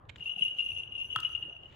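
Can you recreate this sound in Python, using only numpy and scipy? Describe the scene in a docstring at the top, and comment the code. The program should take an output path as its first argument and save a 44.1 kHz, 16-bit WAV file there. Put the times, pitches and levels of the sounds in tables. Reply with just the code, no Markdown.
"""A backyard, where a small slotted jingle bell is shaken left of centre. Its loose pellet knocks the shell:
the slot rings as short swelling sine tones over a filtered rattle, the thin shell as faint high resonances.
Gritty noise bursts tick, scrape and rustle, decaying sines make a hollow wooden knock with wall echoes and
soft thuds, and grains with hiss make a dry rustle. Shaped noise gives distant traffic rumble and a wavering hum."""
import sys
import numpy as np
from scipy import signal
from scipy.fft import rfft, irfft
from scipy.io import wavfile
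from scipy.ndimage import uniform_filter1d

SR = 44100
rng = np.random.default_rng(int(sys.argv[2]) if len(sys.argv) > 2 else 0)


def digitize_waveform(pressure):
    """Quantize a signal to 16-bit integers and store it at the path in sys.argv[1].

    Rows of a 2-D input are taken as channels; values are limited to [-1, 1].
    """
    field = np.atleast_2d(pressure).T
    bounded = np.clip(field, -1, 1)
    quanta = np.round(bounded * 32767).astype(np.int16)
    wavfile.write(sys.argv[1], SR, quanta)


def ratio_of_db(decibels):
    """Turn decibels (scalar or array-like) into linear amplitude factors; 0 dB maps to 1."""
    return 10 ** (np.asarray(decibels, float) / 20)


N = 77175
T = np.arange(N) / SR  # seconds


def evened(x):
    """Scales a sound to an rms of 1."""
    return x / np.sqrt(np.mean(x ** 2) + 1e-20)


def read(points, hz):
    """Reads a curve of (Hz, value) points, interpolated over log frequency."""
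    f, value = np.transpose(points)
    return np.interp(np.log(hz + 1), np.log(f + 1), value)


def colour(x, points):
    """Filters the last axis by a spectrum in dB."""
    size = x.shape[-1]
    gain = ratio_of_db(read(points, np.fft.rfftfreq(size, 1 / SR)))
    return irfft(rfft(x) * gain, size)


def add(mix, s, sound, pan_db):
    """Mixes in a sound at s seconds; pan_db is left over right."""
    part = mix[:, round(s * SR):][:, :sound.shape[-1]]
    sides = ratio_of_db(np.array([[pan_db], [-pan_db]]) / 2)
    part += (sound * sides)[:, :part.shape[1]]


def resonate(x, hz, width):
    """Shifts the curve hz down to zero, smooths, and shifts back: a resonance of gain 1."""
    turn = np.exp(2j * np.pi * np.cumsum(hz * np.ones(N)) / SR)
    r = np.exp(-np.pi * width / SR)
    smooth = signal.lfilter([1 - r], [1, -r], x / turn)
    return 2 * (turn * smooth).real


def clicks(per_s, spread_db):
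    """Sparse random clicks, a few of them large."""
    size = ratio_of_db(spread_db * np.minimum(rng.exponential(1, N), 4))
    sign = rng.choice([-1., 1.], N)
    return size * sign * (rng.random(N) < per_s / SR)


def yard(x):
    """Sparse reflections of random sign, each band dying at its own speed."""
    # Each row: frequency in Hz, decay time by 60 dB in seconds.
    decay = [(300, 0.078), (1300, 0.61), (3000, 0.95), (8000, 0.35)]
    taps = np.zeros((2, 30000))
    at = np.arange(200, 29900, 22) + rng.integers(0, 22, (2, 1350))
    np.put_along_axis(taps, at, rng.choice([-1., 1.], at.shape), 1)
    hz, t, z = signal.stft(taps, SR, nperseg=256)
    fade = ratio_of_db(-60 * t / read(decay, hz)[:, None])
    tail = signal.istft(z * fade, SR, nperseg=256)[1]
    tail /= np.linalg.norm(tail[0])
    return signal.fftconvolve(x.mean(0)[None], tail, axes=1)[:, :N]


SLOT_HZ = 2849.2  # before the bend of the swing


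def slot_strikes(bend):
    """Each pellet strike ticks and swells a slot tone, choked after its own length; also returns the power."""
    # Pellet strikes. Each row: start in seconds, level in dB, ring in seconds before it is choked.
    strikes = [(0.181, -45, 0.0064), (0.2053, -35, 0.013), (0.223, -31.5, 0.012), (0.2566, -28, 0.022),
               (0.2743, -27, 0.013), (0.2926, -27.5, 0.019), (0.3113, -29.5, 0.023), (0.3342, -32, 0.0068),
               (0.3605, -27.5, 0.006), (0.381, -28.5, 0.0078), (0.391, -25.5, 0.0051),
               (0.4088, -25.5, 0.0048), (0.42, -18, 0.016), (0.429, -25.5, 0.0035), (0.4483, -24.5, 0.014),
               (0.4564, -24, 0.016), (0.479, -23.5, 0.012), (0.493, -32.5, 0.016), (0.5079, -29, 0.027),
               (0.546, -37.5, 0.0068), (0.584, -23.5, 0.012), (0.5915, -20.5, 0.0089), (0.6021, -23, 0.012),
               (0.6209, -27.5, 0.03), (0.6602, -24, 0.012), (0.687, -28, 0.017), (0.701, -25.5, 0.008),
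               (0.7159, -26.5, 0.0051), (0.7326, -37, 0.028), (0.7621, -29, 0.0075),
               (0.7713, -24.5, 0.0058), (0.782, -29, 0.036), (0.7982, -31, 0.044), (0.833, -24, 0.0025),
               (0.8738, -35, 0.007), (0.92, -33, 0.029), (0.951, -28, 0.017), (0.9771, -32, 0.029),
               (0.9982, -29.5, 0.021), (1.013, -27, 0.022), (1.0428, -31.5, 0.02), (1.1006, -31, 0.011),
               (1.11, -35, 0.066), (1.126, -25, 0.011), (1.151, -29, 0.018), (1.172, -31, 0.026),
               (1.196, -31, 0.01), (1.2285, -28.5, 0.012), (1.247, -20, 0.019), (1.2729, -35.5, 0.011),
               (1.3, -37.5, 0.023), (1.329, -30.5, 0.014), (1.3481, -23.5, 0.013), (1.374, -34, 0.0084),
               (1.4237, -27, 0.012), (1.451, -37, 0.018), (1.495, -33, 0.0059), (1.5258, -38, 0.0061),
               (1.5496, -47.5, 0.0052), (1.5638, -35, 0.0056), (1.632, -35, 0.0045), (1.6553, -41.5, 0.013)]
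    pan_db, pan_scatter_db = 5.5, 3.0  # the tumbling slot beams more to one side or the other
    rise_s, t60_s, choke_s = 0.003, 0.12, 0.002
    pitch_scatter = 0.015  # share of pitch that varies with the pellet's place
    tick_db, tick_s, tick_hz = -17, 0.0014, 3350
    twist_turns = 0.045  # scatter of phase, opposite on the two sides
    out, power, t = np.zeros((2, N)), np.zeros((2, N)), np.arange(2500) / SR
    scatter = rng.standard_normal((len(strikes), 4))
    for (s, db, length), (detune, turn, phase, twist) in zip(strikes, scatter):
        swell = np.sin(np.pi / 2 * np.minimum(t / rise_s, 1)) ** 2
        choke = 1 + np.exp(np.minimum((t - length) / choke_s, 50))
        shape = swell * ratio_of_db(db - 60 * t / t60_s) / choke
        hz = SLOT_HZ * bend[round(s * SR)] * (1 + pitch_scatter * detune)
        side_phase = twist_turns * twist * np.array([[1], [-1]])
        ring = shape * np.sin(2 * np.pi * (hz * t + phase + side_phase))
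        tick_shape = ratio_of_db(db + tick_db) * t / tick_s * np.exp(-t / tick_s)
        tick = tick_shape * np.sin(2 * np.pi * (tick_hz * t + turn))
        add(out, s, ring + tick, pan_db + pan_scatter_db * turn)
        add(power, s, shape ** 2, 2 * pan_db)
    return out, power


def slot_rattle(power, bend):
    """Small random clicks ring the slot, 13.5 dB quieter than the smoothed strikes around them."""
    linger = signal.windows.hann(round(0.063 * SR))  # smoothing window of 63 ms
    effort = np.sqrt(abs(signal.fftconvolve(power, linger[None] / linger.sum(), "same")))
    sides = []
    for side in range(2):
        rattle = resonate(clicks(800, 2.5), SLOT_HZ * bend, 220)
        # two broad resonances in a row trim what lies far from the slot's pitch
        rattle = resonate(resonate(rattle, SLOT_HZ, 830), SLOT_HZ, 730)
        sides.append(evened(rattle))
    return ratio_of_db(-13.5) * effort * np.array(sides)


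def shell(bend, swing_db):
    """The thin shell shimmers: clicks excite high modes whose pitch and level follow the swing."""
    # Shell modes. Each row: frequency in Hz, level in dB, decay time by 60 dB in seconds,
    # steepness in dB per dB with which it follows the swing around middle_db.
    modes = [(5960, -1, 0.11, 0.56), (6143, -1.5, 0.084, 0.65), (10000, 1, 0.052, 0.9056),
             (10900, -4.5, .07, 1.06), (13200, -15, 0.0027, 0.97), (15700, -8.5, 0.054, 0.76)]
    middle_db = -76
    out = np.zeros((2, N))
    for hz, mode_db, t60, follow in modes:
        level = ratio_of_db(middle_db + mode_db + follow * (swing_db - middle_db))
        width = np.log(1000) / np.pi / t60
        for side in range(2):
            taps = resonate(clicks(400, 7.0), hz * bend, 900)
            out[side] += level * evened(resonate(taps, hz * bend, width))
    return out


def bell():
    """One pitch bend, as the bell swings to and fro, moves slot and shell together; the yard answers."""
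    # Swing of the bell. Each row: time in seconds, pitch of the third shell mode in Hz, shell level in dB.
    swing = [(0.21, 10100, -100), (0.27, 10020, -68.5), (0.329, 10120, -84), (0.448, 9948, -60),
             (0.539, 10180, -86.5), (.61, 9986, -71), (.79, 9870, -68), (.885, 10000, -95),
             (1.019, 9850, -66.5), (1.089, 10030, -72.5), (1.201, 10000, -74), (1.31, 10030, -70),
             (1.58, 9996, -100.5)]
    s, hz, db = np.transpose(swing)
    bend = np.interp(T, s, hz) / 10000  # over the third mode's unbent pitch
    swing_db = np.interp(T, s, db, -150, -150)
    out, power = slot_strikes(bend)
    out += slot_rattle(power, bend)
    out += shell(bend, swing_db)
    out[0] = np.roll(out[0], round(0.00042 * SR))  # the left side lags by 0.42 ms
    return out + ratio_of_db(-11) * yard(out)


def scrape():
    """Bursts of gritty noise under smooth windows: ticks, scrapes and a longer closing rustle, with a yard tail."""
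    # Gritty bursts, the last a longer rustle.
    # Each row: start in seconds, length in seconds, level in dB, left over right in dB.
    bursts = [(.053, 0.0029, -65.5, -11), (.195, 0.0078, -61, 11.5), (.088, 0.0024, -52.5, -6.5),
              (0.09, 0.016, -48.5, -13), (0.157, 0.01, -53.5, 4), (1.67, 0.27, -63, 8)]
    # Grit spectrum. Each row: frequency in Hz, gain in dB.
    spectrum = [(1100, -9), (1500, -7), (2200, 3), (3400, 1), (5500, -26.5), (7200, -16.5), (10000, -52)]
    out = np.zeros((2, N))
    grit = evened(colour(clicks(9000, 7.4), spectrum))
    for s, length, db, pan_db in bursts:
        start = round(s * SR)
        window = signal.windows.tukey(round(length * SR), 0.5)[:N - start - 1]
        add(out, s, ratio_of_db(db) * window * grit[start:][:len(window)], pan_db)
    return out + ratio_of_db(-15.0) * yard(out)


def knock():
    """A blow on hollow wood, a brief noise crack over its decaying modes, heard again from each wall."""
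    # Knock and its echoes. Each row: start in seconds, body peak in dB before panning,
    # crack drive in dB relative to the body, before its filter.
    blows = [(1.1599, -16, -5), (1.1869, -29, -11.5), (1.2019, -37.5, 13), (1.2314, -40, -1.5),
             (1.291, -41.5, 2), (1.318, -48, 1.5)]
    # Wood modes. Each row: frequency in Hz, relative level in dB, decay time by 60 dB in seconds.
    wood = [(1048, -11.5, 0.026), (1305, -0.5, 0.026), (1772, -10, 0.014), (3270, 0, 0.013)]
    # Crack spectrum. Each row: frequency in Hz, gain in dB.
    crack_spectrum = [(1500, -20), (3300, 0), (5500, -7), (15600, -17)]
    crack_s = 0.0011
    out, t = np.zeros((2, N)), np.arange(3000) / SR
    body = sum(ratio_of_db(db - 60 * t / t60) * np.sin(2 * np.pi * hz * t) for hz, db, t60 in wood)
    body *= np.minimum(t / 0.0015, 1)
    body /= abs(body).max()
    for s, db, crack_db in blows:
        crack_shape = ratio_of_db(crack_db) * t / crack_s * np.exp(-t / crack_s)
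        crack = crack_shape * rng.standard_normal((2, len(t)))
        add(out, s, ratio_of_db(db) * (body + colour(crack, crack_spectrum)), 1.5)
    out[0] = np.roll(out[0], round(0.0001 * SR))  # the left side lags by about 0.1 ms
    return out + ratio_of_db(-11.5) * yard(out)


def thuds():
    """Low damped pushes: sines with a soft 6.4 ms onset that die away."""
    # Soft thuds. Each row: start in seconds, level in dB, frequency in Hz, decay time by 60 dB in seconds.
    pushes = [(0.362, -49, 187.5, 0.13), (.372, -40.5, 760, 0.033), (0.408, -39, 192.6, 0.062),
              (1.164, -37, 117.7, 0.1)]
    out, t = np.zeros((2, N)), np.arange(6000) / SR
    for s, db, hz, t60 in pushes:
        shape = ratio_of_db(db - 60 * t / t60) * np.minimum(t / 0.0064, 1)
        add(out, s, shape * np.sin(2 * np.pi * hz * t), 0)
    return out


def rustle():
    """Cloth or grass: dry grains and hiss under one level curve."""
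    # Rustle level. Each row: time in seconds, level in dB.
    levels = [(.13, -101), (.17, -70.5), (.25, -71.5), (.35, -88.5), (.385, -67.5), (.455, -77.5),
              (.56, -78), (.59, -59.5), (.66, -72), (.80, -74.5), (.88, -92), (1.155, -84.5), (1.165, -65),
              (1.21, -70), (1.35, -76.5), (1.58, -92), (1.64, -78.5)]
    # Rustle spectrum. Each row: frequency in Hz, gain in dB.
    spectrum = [(900, -25), (1800, -7), (3300, 0), (5000, -9), (7300, -10), (9000, -22), (12500, -19),
                (15600, -23)]
    hiss_share = 0.4
    grains = np.array([evened(clicks(1500, 4.0)) for side in range(2)])
    hiss = rng.standard_normal((2, N))
    mix = colour((1 - hiss_share) * grains + hiss_share * hiss, spectrum)
    return evened(mix) * ratio_of_db(np.interp(T, *np.transpose(levels)))


def background():
    """Distant traffic: noise rumble with drifting patches, near mono in the bass, and a wavering hum."""
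    # Rumble spectrum. Each row: frequency in Hz, relative density in dB per Hz.
    spectrum = [(45, -19), (75, 2.5), (110, -1.5), (180, -12.5), (350, -11.5), (800, -13), (1500, -18),
                (2200, -32), (3500, -39.5), (5500, -64.5), (15600, -59)]
    # Stereo width. Each row: frequency in Hz, left-right likeness (1 is mono, negative is out of phase).
    likeness = [(130, 0.92), (290, 0.83), (640, -0.055), (1400, -0.41), (3000, 0.96)]
    frames, hz = N // 256 + 5, np.fft.rfftfreq(1024, 1 / SR)
    a, b, c, d, patches = rng.standard_normal((frames, 513, 5)).T
    patches = uniform_filter1d(patches, size=8, axis=0)  # over frequency
    patches = evened(uniform_filter1d(patches, size=12, axis=1))  # over time
    same = np.clip(read(likeness, hz), -1, 1)[:, None]
    left = a + 1j * b
    right = same * left + np.sqrt(1 - same ** 2) * (c + 1j * d)
    z = np.array([left, right]) * ratio_of_db(read(spectrum, hz)[:, None] + 2.5 * patches)
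    rumble = evened(signal.istft(z, nperseg=1024, noverlap=768)[1][:, :N])
    # noise through a resonance 1.7 Hz wide wavers like a hum
    hum = evened(resonate(rng.standard_normal(N), 118.7, 1.7))
    return ratio_of_db(-57) * rumble + ratio_of_db(-69) * hum


def scene():
    """Sums the bell, the noises around it and the background."""
    return bell() + scrape() + knock() + thuds() + rustle() + background()


def low_pass(x):
    """Removes everything above the highest recorded frequency."""
    return signal.sosfilt(signal.butter(12, 15710, fs=SR, output="sos"), x)


def record(dry):
    """Finishes the mix for output."""
    return low_pass(dry)


dry = scene()
out = record(dry)
digitize_waveform(out)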